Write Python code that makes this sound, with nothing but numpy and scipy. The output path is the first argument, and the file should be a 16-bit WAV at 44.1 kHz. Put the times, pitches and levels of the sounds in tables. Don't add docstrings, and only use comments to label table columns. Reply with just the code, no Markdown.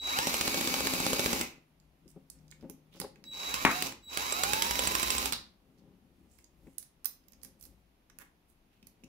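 import sys
import numpy as np
from scipy import signal
from scipy.fft import rfft, irfft, next_fast_len
from scipy.io import wavfile
from scipy.ndimage import uniform_filter1d

SR = 44100
rng = np.random.default_rng(int(sys.argv[2]) if len(sys.argv) > 2 else 0)


def invert_db(level):
    return 10 ** (np.asarray(level, dtype=float) / 20)


def pcm_store(signal):
    levels = np.round(np.clip(np.atleast_2d(signal), -1, 1) * 32767)
    wavfile.write(sys.argv[1], SR, levels.astype(np.int16).T)


N = 400428
LAG = 16

# let go in seconds, whirr in dB, table rumble in dB, deep shake in dB.
PULLS = [
    (1.402, -34.5, -36.5, -60),
    (3.87, -38, -46.5, -58.5),
    (5.275, -36, -44, -50),
]
RUN_PANS_DB = [-0.5, -5.5, -5]


def evened(x):
    return x / np.sqrt(np.mean(x ** 2) + 1e-20)


def read(points, hz):
    f, value = np.transpose(points)
    return np.interp(np.log(hz + 1), np.log(f + 1), value)


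def colour(x, points):
    size = next_fast_len(x.shape[-1] + 2048)
    gain = invert_db(read(points, np.fft.rfftfreq(size, 1 / SR)))
    return irfft(rfft(x, size) * gain, size)[..., :x.shape[-1]]


def curves(rows):
    s, *columns = np.transpose(rows)
    t = np.arange(s[0], s[-1], 1 / SR)
    return s[0], t, [np.interp(t, s, c) for c in columns]


def add(mix, s, sound, pan_db=0., lag=0):
    for side, late, sign in zip(mix, (lag, 0), (.5, -.5)):
        part = side[round(s * SR) + late:][:len(sound)]
        part += (sound * invert_db(sign * pan_db))[:len(part)]


def drift(size, span):
    return evened(uniform_filter1d(uniform_filter1d(rng.standard_normal(size), span), span))


def ring(modes, t):
    return sum(invert_db(db - 60 * t / t60) * np.sin(2 * np.pi * hz * t) for hz, db, t60 in modes)


def table_top(x):
    # frequency in Hz, width in Hz, level in dB.
    board_modes = [(61, 30, -15), (139, 49, -12.5), (210, 29, -4), (267.4, 30, 0.9), (332, 50, -2),
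                   (410, 63, -4.5), (526.3, 40, -5), (763, 73, -9)]
    t = np.arange(6000) / SR
    answer = ring([(hz, db, 2.2 / width) for hz, width, db in board_modes], t)
    return signal.oaconvolve(x, answer)[:len(x)]


def deep(size):
    shake = colour(rng.standard_normal(size), [(30, -13.5), (60, 5.5), (110, -5.5), (170, -34.0)])
    return evened(shake) * invert_db(0.83 * drift(size, 1200))


def rattle(size, cycles, spread_db, hz):
    t = np.arange(size) / SR
    starts = np.r_[0, rng.uniform(0, cycles / hz, 3)][:, None]
    levels = invert_db(-spread_db * np.r_[0, rng.random(3)])[:, None]
    puffs = (t >= starts) * np.exp(-hz * abs(t - starts)) * levels
    return puffs.sum(0) * rng.standard_normal(size)


def air():
    # frequency in Hz, level in dB.
    air_spectrum = [(15, -28.5), (25, 4), (49, -8), (85, -13.5), (160, -10), (280, -13.5), (496, -14.5),
                    (1030, -22.5), (1600, -27.5), (2530, -26), (6730, -36.5), (7710, -43), (11000, -34.5),
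                    (15200, -40.5), (16500, -49.5)]
    common, own = rng.standard_normal(N), rng.standard_normal((2, N))
    mixed = colour(common, [(350, 0), (900, -30)]) + colour(own, [(250, -18), (700, 0)])
    return invert_db(-67) * evened(colour(mixed, air_spectrum))


def chopper(mix):
    # on in seconds, trigger further in at seconds, off in seconds, level in dB, level after in dB.
    pulses = [
        (-.05, .2, 1.32, -37.5, -50),
        (3.243, 3.55, 3.86, -41, -47.5),
        (4.025, 5.13, 5.27, -45, -48.5),
    ]
    # multiple of the switching rate, level in dB.
    overtones = [(2, 4), (3, -2), (4, 0)]
    switch_hz = 3894
    onset_db, onset_s, ease_s = -27, 0.034, 0.03
    overtone_base_db, stall_db, stall_s = -67.5, 13, 0.037
    for on, ease, off, db, after_db in pulses:
        t = np.arange(max(on, 0), off + .06, 1 / SR)
        gate_db = onset_db * np.exp(-(t - on) / onset_s) - 500 * np.maximum(t - off, 0)
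        level_db = db + gate_db + (after_db - db) * (.5 + .5 * np.tanh((t - ease) / ease_s))
        overtone_db = overtone_base_db + gate_db + stall_db / (1 + ((t - on) / stall_s) ** 2)
        phase = 2 * np.pi * np.cumsum(switch_hz * (1 + 0.0002 * drift(len(t), 2000))) / SR
        tone = invert_db(level_db + 5.0 + 1.8 * drift(len(t), 600)) * np.sin(phase)
        upper = sum(invert_db(k_db + 3 * drift(len(t), 500)) * np.sin(k * phase) for k, k_db in overtones)
        add(mix, t[0], tone + invert_db(overtone_db + 3) * upper, lag=LAG - 4)


def motor(rows):
    s, t, (hz,) = curves(rows)
    return s, t, uniform_filter1d(hz, size=1500)


def efforts(t, mesh_hz, pull, start_db, stop_db_per_s, tire_db_per_s, deep_build):
    # frequency in Hz, level in dB.
    mesh_answer = [(150, -85), (450, -62.5), (600, -61), (740, -42.5), (860, -39), (1050, -43.5),
                   (1120, -52), (1230, -59.5)]
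    let_go, whirr_db, rumble_db, deep_db = pull
    age, after = t - t[0], np.maximum(t - let_go, 0)
    hz_per_s = np.gradient(mesh_hz) * SR
    bite = start_db * np.exp(-age / 0.028) - stop_db_per_s * after
    build = -24 * np.exp(-age / .25)
    board = -152.5 * after - tire_db_per_s * age
    torque = np.tanh(uniform_filter1d(hz_per_s, size=2000) / 3500)
    coast = -22 * np.maximum(-torque, 0)
    rush = -4 * (hz_per_s > 2800)
    whirr_db = whirr_db + bite + 1.5 * np.log2(mesh_hz / 1000)
    mesh_db = read(mesh_answer, mesh_hz) + coast + rush
    pinion_db = bite + .5 * coast + 7 * torque + 6 * np.minimum(np.log2(mesh_hz / 550), 0)
    return whirr_db, rumble_db + build + board, deep_db + deep_build * build + board, mesh_db, pinion_db


def drill(mix, tones):
    # time in seconds, gear mesh rate in Hz.
    speed_tracks = [
        [(0, 148.7), (.1, 450), (.205, 905), (.3, 1119.4), (.45, 1198.8), (.75, 1220.2), (1.26, 1228.6),
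         (1.4, 913.4), (1.6, 134)],
        [(3.3, 40), (3.375, 210), (3.45, 315), (3.58, 578), (3.645, 655), (3.665, 540), (3.74, 712),
         (3.82, 748), (4, 420)],
        [(4.05, 147.8), (4.23, 500), (4.4, 733), (4.55, 865.6), (4.75, 972.2), (5.0, 1035.8), (5.25, 1044.9),
         (5.31, 773.2), (5.44, 247.8)],
    ]
    # whirr at the first moment in dB, stop in dB/s, tiring in dB/s, share of build-up in the
    # deep shake, pinion level in dB.
    starts_db, stops_db_per_s, tires_db_per_s = [-25, -31.5, -69], [204, 288.5, 282], [2, -0.5, 3]
    deep_builds, pinions_db = [.1, .7, 0.99], [-48, -50, -48.5]
    shaft_orders = [8, 9, 10, 14.46, 17, 18, 19, 26, 27, 28.92, 5.82]
    orders_db = [-6, 2, -4, -1, -8, 1.5, -8, -8, -6, -8, -7]
    # frequency in Hz, width in Hz, lift in dB.
    housing = [(1200, 400, 3), (1750, 250, -8), (2380, 260, 3), (2950, 250, -4), (3400, 200, -4),
               (4400, 450, 4), (5500, 550, 6), (6800, 400, 5)]
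    # frequency in Hz, level in dB per Hz.
    whirr_spectrum = [(180, -28.5), (300, -3), (694, -5.5), (1070, -1), (1770, -9), (2440, 0.5), (3360, -7),
                      (3770, -3.5), (4610, -3.5), (7380, -5.5), (8300, -12.5), (12800, -8.5),
                      (15700, -14.5), (16500, -42)]
    shaft_per_mesh = .2075
    ticks_per_turn, tick_db, tick_below_hz = 4.82, 10., 210
    settings = zip(speed_tracks, PULLS, starts_db, stops_db_per_s, tires_db_per_s, deep_builds,
                   pinions_db, RUN_PANS_DB)
    for speeds, pull, start_db, stop, tire, deep_build, teeth_db, pan_db in settings:
        s, t, mesh_hz = motor(speeds)
        whirr_db, rumble_db, deep_db, mesh_db, pinion_db = efforts(
            t, mesh_hz, pull, start_db, stop, tire, deep_build)
        size, edge = len(t), signal.windows.tukey(len(t), .02)
        turns = np.cumsum(mesh_hz * shaft_per_mesh * (1 + .0015 * drift(size, 400))) / SR

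        lines = invert_db(mesh_db + 5.5 + 1.5 * drift(size, 700)) * np.sin(2 * np.pi * turns / shaft_per_mesh)
        for k, db in zip(shaft_orders, orders_db):
            hz = k * shaft_per_mesh * mesh_hz
            lift = sum(invert_db(g) / (1 + ((hz - f) / w) ** 4) for f, w, g in housing) + 0.098
            line = np.sin(2 * np.pi * (k * turns + rng.random()))
            lines += lift * invert_db(teeth_db + pinion_db + db + 2.5 * drift(size, 700)) * line

        ticks_db = (tick_db / (1 + (mesh_hz / tick_below_hz) ** 4)
                    * (np.cos(2 * np.pi * ticks_per_turn * turns) - .5))
        uneven_db = 2.3 * drift(size, 25) + 1.2 * drift(size, 400)
        chatter = invert_db(uneven_db + 1.5 * np.cos(2 * np.pi * turns) + ticks_db)
        whirr = evened(colour(chatter * rng.standard_normal((3, size)), whirr_spectrum))
        fizz = colour(whirr, [(6800, -60), (8000, 0)])
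        fizz_gain = invert_db(3 * np.log2(mesh_hz / 1100))
        shared, left, right = (whirr - fizz + fizz * fizz_gain) * invert_db(whirr_db) * edge
        add(mix, s, shared * 0.47, pan_db, lag=LAG)
        add(tones, s, lines * edge, pan_db, lag=LAG)
        add(mix[:1], s, left * 1.03, pan_db)
        add(mix[1:], s, right * 0.91, -pan_db)

        hum = colour(table_top(chatter * rng.standard_normal(size)), [(45, -13), (140, -10), (250, 1.5)])
        board = evened(hum) * invert_db(rumble_db) + deep(size) * invert_db(deep_db)
        wobble_db = rumble_db - 4 + 10.0 * np.log2(mesh_hz / mesh_hz.max()) + 1.1 * drift(size, 500)
        board += invert_db(wobble_db) * np.sin(2 * np.pi * turns)
        add(mix, s, board * edge, pan_db + 3.5, lag=LAG // 3)


def turns_of_adapter():
    # time in seconds, peak in dB, table thump in dB, steel ring in dB.
    jolts = [
        (3.5409, -19, -44.5, -31.5),
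        (3.6524, -17, -19.5, -50.5),
        (3.7137, -28, -33, -48),
        (3.8238, -20.5, -32, -38),
        (3.923, -34.5, -39.5, -67.5),
        (4.1729, -17, -45.5, -53),
        (5.3235, -20, -35.5, -36),
        (5.332, -21.5, -55, -68.5),
    ]
    # time in seconds, clack, thump and ring in dB.
    first_turns = [(0.1879, -19.5, -31, -46), (0.2705, -20, -31.5, -46.5), (0.3414, -22, -39.5, -50),
                   (0.4107, -17.5, -45.5, -42.5), (0.477, -21.5, -32, -40.5), (0.5436, -22.5, -33, -45),
                   (0.6098, -22.5, -34.5, -49), (0.674, -22.5, -38, -42), (0.7405, -20, -33.5, -43),
                   (0.8052, -22.5, -31.5, -42), (0.8702, -22, -35.5, -39), (0.9364, -24, -32, -36),
                   (1.0011, -26, -32, -36), (1.0648, -19.5, -28, -41.5), (1.131, -22, -29.5, -36.5),
                   (1.194, -21, -29.5, -45), (1.26, -17, -29.5, -39.5), (1.3302, -21.5, -30.5, -37.5),
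                   (1.4115, -23, -35, -38.5)]
    last_turns = [(4.323, -24, -41, -31), (4.4349, -19.5, -42.5, -31.5), (4.534, -19.5, -37.5, -40.5),
                  (4.6216, -19, -39.5, -40), (4.7096, -19.5, -44, -43.5), (4.7919, -18.5, -38, -33),
                  (4.8723, -23, -37.5, -29.5), (4.9512, -17.5, -37.5, -34.5), (5.0287, -21.5, -43, -32.5),
                  (5.104, -21.5, -41, -30.5), (5.1813, -23, -45.5, -32.5), (5.257, -21, -39, -36)]
    # seconds (zero), then clack, thump and ring in dB.
    peak_over = [0, 3, 10, 8]
    echo_s, echo_db, echo_from_s = .0455, -7, 4.68
    rows = np.array(first_turns + last_turns) + peak_over
    fast = rows[(rows[:, 0] > echo_from_s) & (rows[:, 0] + echo_s < PULLS[2][0])]
    return [*jolts, *rows, *(fast + [echo_s, echo_db, -6, -14])]


def clacks(mix, tones):
    # frequency in Hz, level in dB.
    clack_spectrum = [(700, -4.5), (1500, -1), (2500, -0.5), (4500, -2.5), (7500, -6.5), (10000, -9),
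                      (13000, -14.5), (16000, -9.5)]
    # frequency in Hz, level in dB, t60 in seconds.
    steel = [(7510, 0, .09), (9200, -5, .05), (5680, -12, .03)]
    t = np.arange(3200) / SR
    held = np.minimum(t / 0.0019, 1) / (1 + (t / .0095) ** 6)
    for s, db, thump_db, ring_db in turns_of_adapter():
        pan_db = RUN_PANS_DB[0 if s < 2 else 2]
        start_s = s - .0006
        length_s = .0012 * rng.uniform(.85, 1.25)
        burst = (t / length_s) * np.exp(-t / length_s) * invert_db(2.5 * drift(len(t), 12))
        shared, left, right, push = burst * rng.standard_normal((4, len(t)))
        clack = colour(shared, clack_spectrum)
        gain = invert_db(db + 2.5) / abs(clack).max()
        add(mix, start_s, gain * clack, pan_db, lag=LAG)
        add(tones, start_s, invert_db(ring_db + 0.5) * ring(steel, t) * held, pan_db, lag=LAG)
        add(mix[:1], start_s, .9 * gain * colour(left, clack_spectrum), pan_db, lag=LAG)
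        add(mix[1:], start_s, .9 * gain * colour(right, clack_spectrum), -pan_db)
        thump = colour(table_top(push), [(100, -14.5), (260, -1.0), (900, 6.5)]) * invert_db(-60 * t / 0.059)
        add(mix, s, invert_db(thump_db - 1.0) * thump / abs(thump).max(), pan_db + 1.5, lag=LAG // 3)


def brake(mix):
    # time in seconds, level in dB, frequency in Hz, t60 in seconds.
    songs = [
        (1.412, -42.5, 2310, 0.34),
        (5.324, -34, 4330, 0.24),
    ]
    t = np.arange(12000) / SR
    for s, db, hz, t60 in songs:
        band = [(hz * .6, -30), (hz * .88, -3), (hz * 1.12, -3), (hz * 1.5, -30)]
        song = evened(colour(rng.standard_normal(len(t)), band))
        add(mix, s, invert_db(db - 60 * t / t60) * song, -4., lag=LAG)


def hands(mix):
    # time in seconds, half length in seconds, rub in dB, deep shake in dB.
    moves = [(1.52, 0.2, -73.5, -76.5), (2.074, 0.067, -75, -77), (2.398, 0.36, -71, -72.5),
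             (2.691, 0.065, -53.5, -70.5), (3.056, 0.11, -62, -75), (3.34, 0.44, -60, -84),
             (5.399, .15, -64, -72), (5.7, .08, -65.5, -76), (5.86, 0.15, -60.5, -84),
             (6.05, .05, -62.5, -82), (6.235, 0.14, -65, -71.5), (6.637, 0.081, -63.5, -66),
             (7.444, 0.17, -64.5, -72), (7.69, 0.073, -63.5, -63.5), (8.2, 0.044, -62.5, -83),
             (8.869, 0.066, -72, -75), (9.08, 0.068, -63.5, -72.5)]
    # start in seconds, length in seconds, level in dB, loudest Hz.
    scrapes = [(2.07, 0.061, -66.5, 9150), (2.594, 0.05, -73, 2960), (2.907, 0.084, -62.5, 2900),
               (2.936, 0.088, -63.5, 5300), (5.771, 0.036, -71.5, 4560), (6.26, 0.2, -71.5, 7360),
               (6.633, 0.16, -76, 7970), (7.419, 0.054, -63.5, 8900), (7.582, 0.11, -60.5, 9500),
               (8.189, 0.047, -54.5, 1520), (8.47, 0.071, -73, 10100), (8.698, 0.1, -75.5, 2750)]
    # time in seconds, level in dB.
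    hum_track = [(1.5, -70.5), (1.9, -70.5), (2.03, -76), (2.17, -62.5), (2.33, -75), (2.42, -58.5),
                 (2.62, -61), (2.95, -71), (3.2, -71)]
    hum_hz, rest_db, rest_deep_db = 153, -80, -82
    at, half, rub_db, deep_db = np.transpose(moves)[:, :, None]
    swell = invert_db(-10 * abs(np.arange(0, N, 100) / SR - at) / half)
    rub = invert_db(rest_db) + (invert_db(rub_db) * swell).max(0)
    shake = invert_db(rest_deep_db) + (invert_db(deep_db) * swell).max(0)
    rub, shake = np.repeat([rub, shake], 100, axis=1)[:, :N]
    skin = evened(colour(table_top(rng.standard_normal(N)), [(70, -16), (180, 1.0), (330, -1.0), (650, -4.5)]))
    add(mix, 0, rub * invert_db(1.0 * drift(N, 900)) * skin + shake * deep(N), 3.)
    for s, length_s, db, hz in scrapes:
        size = round(length_s * SR)
        spectrum = [(hz * .2, -24), (hz * .7, -7), (hz, 0), (hz * 1.4, -7), (hz * 2.7, -18)]
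        for side, pan_db in zip(mix[:, None], (-5., 5.)):
            grit = invert_db(5.6 * drift(size, 30)) * rng.standard_normal(size)
            band = evened(colour(grit, spectrum))
            add(side, s, invert_db(db) * band * signal.windows.tukey(size, .7), pan_db)
    s, t, (db,) = curves(hum_track)
    add(mix, s, invert_db(db + 1.0 + 1.3 * drift(len(t), 1500)) * np.sin(2 * np.pi * hum_hz * t))


def parts(mix):
    # time in seconds, peak in dB, loudest Hz, level below 2.5 kHz in dB.
    touches = [(2.079, -51.5, 7300, -74), (2.103, -55, 8040, -82), (2.3008, -35.5, 9400, -79),
               (1.8, -57, 6960, -83), (2.388, -60, 5800, -75), (2.506, -55, 6700, -80),
               (3.008, -40, 13000, -60), (3.015, -27.5, 4600, -53), (6.827, -44.5, 10800, -64),
               (7.441, -50, 12100, -75), (7.458, -53, 13200, -75), (7.626, -43, 13120, -76),
               (7.653, -43, 12230, -66.5), (9.042, -44.5, 6800, -75), (2.4804, -55, 6190, -84),
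               (2.5135, -34.5, 6460, -71), (2.522, -66, 2350, -46), (2.355, -72, 2300, -67),
               (2.61, -56, 5030, -64), (2.641, -72, 2200, -59), (2.709, -51, 12600, -70),
               (2.6982, -35, 12340, -60), (3.0003, -22.5, 10600, -41.5), (3.1583, -48, 2768, -54),
               (3.24, -36, 4200, -51), (6.3866, -52, 12700, -60.5), (6.4428, -46, 6700, -80.5),
               (6.671, -64, 1300, -55.5), (6.782, -25, 10600, -69), (6.798, -46, 9320, -78),
               (7.0618, -29.5, 9500, -66), (7.0456, -29.5, 9650, -54), (7.0564, -15.5, 13800, -51),
               (7.238, -68, 5000, -73), (7.2831, -51, 14330, -76), (7.321, -52, 13060, -78),
               (7.333, -46, 6280, -65), (7.416, -52, 4740, -76), (7.4325, -35, 11940, -59.5),
               (7.448, -35, 12900, -60), (7.611, -43, 12300, -77.5), (7.6386, -41.5, 13660, -70),
               (8.099, -47, 6780, -57), (8.187, -37.5, 11300, -51), (8.828, -45, 2744, -81),
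               (8.8698, -42.5, 12100, -68.5), (9.037, -42.5, 2580, -71)]
    # time in seconds, peak in dB, brightness in dB.
    bumps = [(2.015, -54.5, -27.5), (2.057, -48.5, -33), (2.157, -40.5, -13), (2.627, -37, -18),
             (2.693, -39.5, -10.5), (2.948, -46.5, 4), (3.0004, -35.5, -5), (3.0145, -33, 2.5),
             (3.041, -43, 4), (6.668, -44.5, -13.5), (8.826, -52.5, -38), (9.033, -44.5, -29)]
    pin_modes_hz = [4700, 6700, 9300, 10800, 12200, 14400]
    t = np.arange(3000) / SR
    for s, db, hz, low_db in touches:
        plate_db = -23 + .72 * db
        pan_db = -15.5 - 4.5 * np.log2(hz / 8000)
        hit = colour(rattle(len(t), 4., 22., hz=1300.),
                     [(hz * .35, -34), (hz * .65, -11), (hz, 0), (hz * 1.2, -9), (hz * 2.2, -22)])
        modes = [(f, -4 - 12 * abs(np.log2(f / hz)) - 8 * rng.random(), .022) for f in pin_modes_hz]
        pins = ring([(hz, -2, .012)] + modes, t)
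        low = colour(rattle(len(t), 3., 20., hz=700.),
                     [(500, -26), (1000, -6), (2200, 1.5), (3300, -9), (6000, -36)])
        plate = colour(rattle(len(t), 3., 20., hz=1000.),
                       [(2200, -26), (3600, -9), (5200, 2), (6800, -3), (9500, -22)])
        body = invert_db(low_db + 2.0) * low / abs(low).max() + invert_db(plate_db + 2.0) * plate / abs(plate).max()
        add(mix, s, invert_db(db - 4.0) * (hit / abs(hit).max() + .26 * pins) + body, pan_db, lag=-4)
    for s, db, bright_db in bumps:
        push = rattle(6000, 3., 24., hz=110.)
        bump = colour(table_top(push), [(60, -12.0), (150, 0.0), (300, 3.0), (550, .5 * bright_db + 6.5),
                                        (1000, bright_db + 8.5)])
        add(mix, s, invert_db(db - 0.5) * bump / abs(bump).max(), 2.5)


def knock(mix):
    # frequency in Hz, level in dB, t60 in seconds.
    knock_modes = [(205, 0, 0.16), (260, 3, 0.1), (961, -2.5, 0.032), (1236, -2.5, 0.047),
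                   (1860, -4, 0.037), (2400, 11, 0.01)]
    knock_s, knock_db, rise_s = 3.65, -1.9, .0025
    t = np.arange(9000) / SR
    push = -1.17 * np.exp(-((t - .0007) / 0.00009) ** 2) + 0.16 * np.exp(-((t - .0022) / 0.00033) ** 2)
    shake = colour(rng.standard_normal(len(t)), [(100, -10.0), (250, 0.0), (600, -10.0), (1000, 3.5),
                                                 (2200, 1.5), (3000, -18.0), (9000, -41.5)])
    tail = 0.14 * evened(shake) * invert_db(-60 * t / 0.26) * np.minimum(t / rise_s, 1)
    add(mix, knock_s, invert_db(knock_db) * (push + 0.087 * ring(knock_modes, t) + tail), 4.5, lag=4)


def room(x):
    # frequency in Hz, t60 in seconds.
    decay = [(100, 0.38), (400, .33), (1500, 0.34), (4000, 0.31), (9000, 0.25), (16000, 0.18)]
    taps = np.zeros((2, SR // 2))
    at = np.arange(120, SR // 2 - 20, 20) + rng.integers(0, 20, (2, (SR // 2 - 121) // 20))
    np.put_along_axis(taps, at, rng.choice([-1., 1.], at.shape), 1)
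    hz, t, z = signal.stft(taps, SR, nperseg=256)
    tail = signal.istft(z * invert_db(-60 * t / read(decay, hz)[:, None]), SR, nperseg=256)[1]
    tail[1] += colour(tail[0] - tail[1], [(350, 0), (700, -30)])
    return signal.fftconvolve(x[None], tail / np.linalg.norm(tail[0]), axes=1)[:, :N]


def scene():
    tool, tones, touch, rub = np.zeros((4, 2, N))
    chopper(tones)
    drill(tool, tones)
    clacks(tool, tones)
    brake(tool)
    hands(rub)
    parts(touch)
    knock(tool)
    echo = room(invert_db(-7.5) * tool[1] + invert_db(-8.0) * touch[1] + invert_db(-6.5) * rub[1])
    return tool + tones + touch + rub + echo + air()


def band_limit(x):
    return signal.sosfilt(signal.butter(12, 16960, fs=SR, output="sos"), x)


def record(dry):
    # frequency in Hz, left-right difference in dB.
    ports = [(60, 5.5), (150, 5.5), (380, 0), (950, 0), (2380, -0.5), (5980, -0.5), (15000, -9.5)]
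    # frequency in Hz, level in dB.
    capsule = [(20, -15.5), (45, 1), (80, -1.5), (15700, -2), (16000, -30), (17000, -45)]
    left = colour(dry[0], [(hz, db / 2) for hz, db in ports])
    right = colour(dry[1], [(hz, -db / 2) for hz, db in ports])
    return band_limit(colour(np.array([left, right]), capsule))


dry = scene()
out = record(dry)
pcm_store(out)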